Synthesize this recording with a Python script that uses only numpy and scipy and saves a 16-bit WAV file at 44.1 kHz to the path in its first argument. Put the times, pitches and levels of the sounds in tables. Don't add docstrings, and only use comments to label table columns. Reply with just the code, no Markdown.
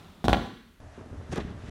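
import sys
import numpy as np
from scipy import signal
from scipy.fft import rfft, irfft
from scipy.io import wavfile

SR = 44100
rng = np.random.default_rng(int(sys.argv[2]) if len(sys.argv) > 2 else 0)


def log_audio(samples):
    frames = np.atleast_2d(samples).T
    limited = np.clip(frames, -1, 1)
    pcm = np.round(limited * 32767).astype(np.int16)
    wavfile.write(sys.argv[1], SR, pcm)


N = 74970

# frequency in Hz, relative spectral density in dB.
LANDING_TONE = [(18, -26), (30, 10), (154, -12), (312, -12.5), (735, -30.5), (1520, -21), (2630, -26),
                (3590, -35), (6040, -33), (15000, -35)]
SHUFFLE_TONE = [(94, -30), (160, -5), (246, -18), (463, -16), (606, -0.5), (853, -9.5), (1020, -10.5),
                (1720, -12), (2100, -19.5), (11800, -36), (15300, -69), (22000, -120)]
# delay in ms, gain in dB.
WALL_ECHOES = [(4.4, -33.5), (11.1, -13), (12.4, -9.5), (15.3, -10), (27, -25.5)]
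# band centre in Hz, level in dB, 60 dB decay time in seconds.
HALL_BANDS = [(63.2, -35, .35), (107.6, -32.5, 0.51), (219, -32, .65), (378, -35, 0.57), (534, -39, 0.44),
              (774, -35.5, 0.38), (1100, -39, 0.59), (1650, -40, 0.77), (2600, -46.5, 0.87),
              (3540, -40.5, 0.78), (5000, -38.5, 0.82), (8000, -41, 0.72), (14000, -37, .5)]
# frequency in Hz, relative spectral density in dB.
TAKEOFF_SPECTRUM = [(18, -69), (30, -29), (87, 8), (122, -10), (163, 4.5), (281, -5), (312, -8),
                    (404, -4.5), (460, -12), (815, -11), (881, -13), (1300, -13), (1730, -21.5),
                    (15000, -40.5)]
RUMBLE_SPECTRUM = [(15, -47), (25, 20.5), (38, -7), (86, 10), (127, 0.5), (162, -11), (244, -8.5),
                   (300, -4), (390, -44), (660, -120)]
RUSTLE_SPECTRUM = [(88, -53), (150, 2), (270, -2), (370, 4), (435, 2), (566, -6), (947, -9), (3000, -27.5),
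                   (3900, -77), (6600, -120)]
SCRAPE_SPECTRUM = [(1180, 1), (2000, 0.5), (2210, -5), (3550, -6.5), (6000, -23.5), (7800, -37),
                   (13200, -120)]
SCRAPE_HISS_SPECTRUM = [(3530, -21), (6000, -5), (8310, -11), (10500, -16.5), (11800, -25), (15300, -49),
                        (22000, -120)]
SLIDE_SPECTRUM = [(1180, -22.5), (2000, -3), (2920, -6), (3670, 7), (4180, -4.5), (15500, -22.5)]
# time in seconds, then floor rumble, suit rustle, sole scrape and its hiss in dB.
MOVEMENT_LEVELS = [(.80, -38.5, -56, -77, -77), (.95, -52, -68, -60, -72.5), (0.989, -50, -45, -66, -72),
                   (1.06, -49, -56, -69, -78), (1.13, -36.5, -53.5, -68, -73), (1.24, -42, -57, -62, -75),
                   (1.28, -51, -50, -62, -74), (1.31, -39, -56, -61, -67), (1.328, -42, -34.5, -41.5, -46),
                   (1.338, -37.5, -29, -46, -59.5), (1.348, -38.5, -56, -46.5, -58),
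                   (1.365, -53, -35, -42, -65), (1.379, -52, -33, -39.5, -49.5),
                   (1.387, -48, -32.5, -58, -67), (1.405, -41, -38.5, -41.5, -66),
                   (1.432, -32, -52, -55, -73), (1.51, -44, -47, -55.5, -79), (1.558, -38, -50, -63, -75.5),
                   (1.64, -44.5, -53.5, -57, -69), (1.70, -47, -49.5, -51.5, -66.5)]
# time in seconds, hiss level in dB.
SLIDE_LEVELS = [(.243, -44), (.255, -39), (.278, -57), (.30, -41), (.36, -57.5), (.43, -58.5), (.47, -59),
                (.56, -90)]
# frequency in Hz, relative level in dB, 60 dB decay time in seconds.
FLOOR_MODES = [(57.4, -3.5, 0.18), (99, -14, 0.153), (115, -9, 0.088), (139, -12, 0.3),
               (213.6, -7.5, 0.077), (230.4, -11, 0.26)]
MAT_MODES = [(383, -18, 0.017), (620, -34, 0.078), (635, -42, 0.029), (806, -9.5, 0.027), (851, -10, 0.037),
             (1060, -11, 0.029), (1193, -11, 0.027), (1570, -15, 0.0314), (2190, -15, .012)]
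# start in seconds, level in dB, pulse length in ms,
# floor thud gain in dB, floor push time in ms, treble crack gain in dB.
SHUFFLE_STEPS = [(.803, -49, 0.97, -56, 6.6, -46), (.978, -35, 1.8, -56, 4.3, -64),
                 (1.014, -47, 2.9, -43, 2.5, -66), (1.060, -43, 2.3, -39.5, 1.9, -53),
                 (1.103, -48, 2, -35.5, 9.4, -66), (1.129, -33.5, 1.6, -45, 1, -69),
                 (1.163, -64, 2.1, -61, 2.2, -79), (1.200, -40, 2.2, -42, 4.5, -62),
                 (1.2112, -33, 0.89, -50, 3.3, -57), (1.294, -35, 5.4, -28, 4.3, -60),
                 (1.319, -30, 0.27, -30, 5.2, -58), (1.329, -29, 1.08, -42, 3.2, -50),
                 (1.337, -32.5, 0.87, -38, 4, -43), (1.359, -37, 0.75, -40, 1.5, -29),
                 (1.3645, -29, 1.3, -46, 3, -44), (1.376, -32, .6, -48, 3, -43),
                 (1.3785, -32, .4, -48, 3, -39), (1.380, -25.5, 3.1, -28.5, 3.7, -66),
                 (1.3955, -36, .6, -48, 3, -48), (1.4025, -31, 1.5, -42, 4, -43),
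                 (1.423, -40, .5, -50, 4, -52), (1.447, -28, 4.5, -36, 6.7, -51),
                 (1.480, -28, 4.75, -52, 4.5, -62), (1.506, -26, 6.5, -53, 5, -47),
                 (1.637, -39, 1.17, -33, 3, -68), (1.684, -29.5, 4.75, -41, 17, -65)]
SLAPS_AND_ECHOES = [(.2426, -18, .7, -21, 3, -33), (.2475, -23, 2.5, -20, 3, -44),
                    (.2533, -30, .4, -28, 5, -38), (.2576, -25, .9, -30, 5, -39),
                    (.2827, -5, .75, -14, 7, -23), (.2836, -12, .35, -30, 7, -26),
                    (.2936, -19, .45, -24, 7, -28), (.3306, -4, .55, -27, 2.5, -20),
                    (.3344, -12, .3, -36, 3, -23), (.3693, -19, .9, -36, 3, -37)]

HALL_RISE_S, ECHO_TOP_HZ = 0.0041, 5200
TAKEOFF_DB, TAKEOFF_FADE_DB_PER_S = -49, 24.5
CRACK_BAND_HZ, CRACK_T60_S = (1500, 6180), .005
PRESENCE_HZ, PRESENCE_WIDTH_HZ, PRESENCE_DB = 3600, 1100, 10
SHUFFLE_HALL_DB, SHUFFLE_TOP_HZ = -4, 11900
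CHANGE_S, CROSSFADE_S = .800, 0.0045


def undb(db):
    return 10 ** (np.asarray(db) / 20)


def colour(x, spectrum):
    hz, db = np.array(spectrum).T
    f = np.maximum(np.arange(len(x) // 2 + 1) * SR / len(x), 1)
    octaves_outside = np.maximum(np.log2(hz[0] / f), 0) + np.maximum(np.log2(f / hz[-1]), 0)
    gain = undb(np.interp(np.log(f), np.log(hz), db) - 30 * octaves_outside)
    shaped = irfft(rfft(x) * gain, len(x))
    return shaped / np.sqrt(np.mean(shaped ** 2))


def noise(spectrum, db):
    return undb(db) * colour(rng.standard_normal(N), spectrum)


def convolve(x, response):
    return signal.fftconvolve(x, response)[:N]


def hall_response():
    t = np.arange(SR) / SR
    log_f = np.log(np.maximum(np.arange(SR // 2 + 1), 1.))
    log_centres = np.log(np.array(HALL_BANDS)[:, 0])
    tail = 0
    for k, (_, db, t60) in enumerate(HALL_BANDS):
        power_share = np.interp(log_f, log_centres, np.arange(len(HALL_BANDS)) == k)
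        band = irfft(rfft(rng.standard_normal(SR)) * np.sqrt(power_share), SR)
        tail += undb(db) * band * 1000. ** (-t / t60) * (1 - np.exp(-t / HALL_RISE_S))
    echoes = sum(undb(db) * np.sinc(np.arange(SR) - ms * SR / 1000) for ms, db in WALL_ECHOES)
    return tail + signal.lfilter(*signal.butter(1, ECHO_TOP_HZ, fs=SR), echoes)


def takeoff_tail(t):
    return noise(TAKEOFF_SPECTRUM, TAKEOFF_DB - TAKEOFF_FADE_DB_PER_S * t)


def friction(contacts_per_s, hiss, scatter_db=2.5):
    chance, polarity, size = rng.random((N, 3)).T
    strength = undb(-scatter_db * np.log(size + 1e-9))
    contacts = (chance < contacts_per_s / SR) * np.sign(polarity - .5) * strength
    return contacts + hiss * rng.standard_normal(N)


def suit_rustle(db):
    return undb(db) * colour(friction(contacts_per_s=1200, hiss=0.19), RUSTLE_SPECTRUM)


def sole_scrape(scrape_db, hiss_db):
    rub = friction(contacts_per_s=3000, hiss=0.76)
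    scrape = undb(scrape_db) * colour(rub, SCRAPE_SPECTRUM)
    return scrape + undb(hiss_db) * colour(rub, SCRAPE_HISS_SPECTRUM)


def sole_slide(t):
    times, db = np.array(SLIDE_LEVELS).T
    return noise(SLIDE_SPECTRUM, np.interp(t, times, db, left=-120, right=-120))


def ring(modes, pitch=1):
    t = np.arange(SR // 2) / SR * pitch
    return sum(undb(db) * np.sin(2 * np.pi * hz * t) * 1000. ** (-t / t60) for hz, db, t60 in modes)


def pulse(t, ms):
    return np.sin(np.pi * np.clip(t * 1000 / ms, 0, 1)) ** 2


def foot_sounds(events, mat_db, pitch):
    pressure, push, crack = np.zeros((3, N + SR))
    t = np.arange(2048) / SR
    for start, db, pulse_ms, thud_db, push_ms, crack_db in events:
        onset = int(start * SR)
        span = slice(onset, onset + len(t))
        since_start = t - (start - onset / SR)
        pressure[span] -= undb(db) * pulse(since_start, pulse_ms)
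        force = pulse(since_start, push_ms)
        push[span] += undb(thud_db) * force / force.sum()
        crack[span] += undb(crack_db) * rng.standard_normal(len(t)) * 1000. ** (-t * pitch / CRACK_T60_S)
    pressure = signal.sosfilt(signal.butter(1, 120, "high", fs=SR, output="sos"), pressure)
    crack_band = signal.butter(1, np.array(CRACK_BAND_HZ) * pitch, "band", fs=SR, output="sos")
    crack = signal.sosfilt(crack_band, crack)
    mat = convolve(pressure, ring(MAT_MODES, pitch)) * 2 * np.pi * 1000 / SR
    floor = convolve(push, ring(FLOOR_MODES))
    return pressure[:N] + undb(mat_db) * mat + floor + crack[:N]


def shuffling(hall, t):
    times, *levels = np.array(MOVEMENT_LEVELS).T
    rumble_db, rustle_db, scrape_db, hiss_db = (np.interp(t, times, db) for db in levels)
    steps = foot_sounds(SHUFFLE_STEPS, mat_db=-14, pitch=0.724)
    x = steps + undb(SHUFFLE_HALL_DB) * convolve(steps, hall)
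    x += noise(RUMBLE_SPECTRUM, rumble_db)
    x += suit_rustle(rustle_db)
    x += noise(SHUFFLE_TONE, db=-56)
    x += sole_scrape(scrape_db, hiss_db)
    return signal.sosfilt(signal.ellip(10, .2, 60, SHUFFLE_TOP_HZ, fs=SR, output="sos"), x)


def landing(hall, t):
    slaps_and_echoes = foot_sounds(SLAPS_AND_ECHOES, mat_db=-10, pitch=0.97)
    x = slaps_and_echoes + convolve(slaps_and_echoes, hall) + takeoff_tail(t)
    presence = signal.iirpeak(PRESENCE_HZ, PRESENCE_HZ / PRESENCE_WIDTH_HZ, fs=SR)
    x += (undb(PRESENCE_DB) - 1) * signal.lfilter(*presence, x)
    return x + sole_slide(t) + noise(LANDING_TONE, db=-57.5)


def scene():
    t = np.arange(N) / SR
    hall = hall_response()
    blend = np.clip((t - CHANGE_S) / CROSSFADE_S + .5, 0, 1)
    mix = (1 - blend) * landing(hall, t) + blend * shuffling(hall, t)
    fade_out = np.sin(np.pi / 2 * np.clip((N - 40 - np.arange(N)) / 200, 0, 1)) ** 2
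    return (mix * fade_out)[None]


def record(dry):
    x = signal.sosfilt(signal.butter(3, 43, "high", fs=SR, output="sos"), dry)
    return signal.sosfilt(signal.ellip(10, .2, 70, 16300, fs=SR, output="sos"), x)


dry = scene()
out = record(dry)
log_audio(out)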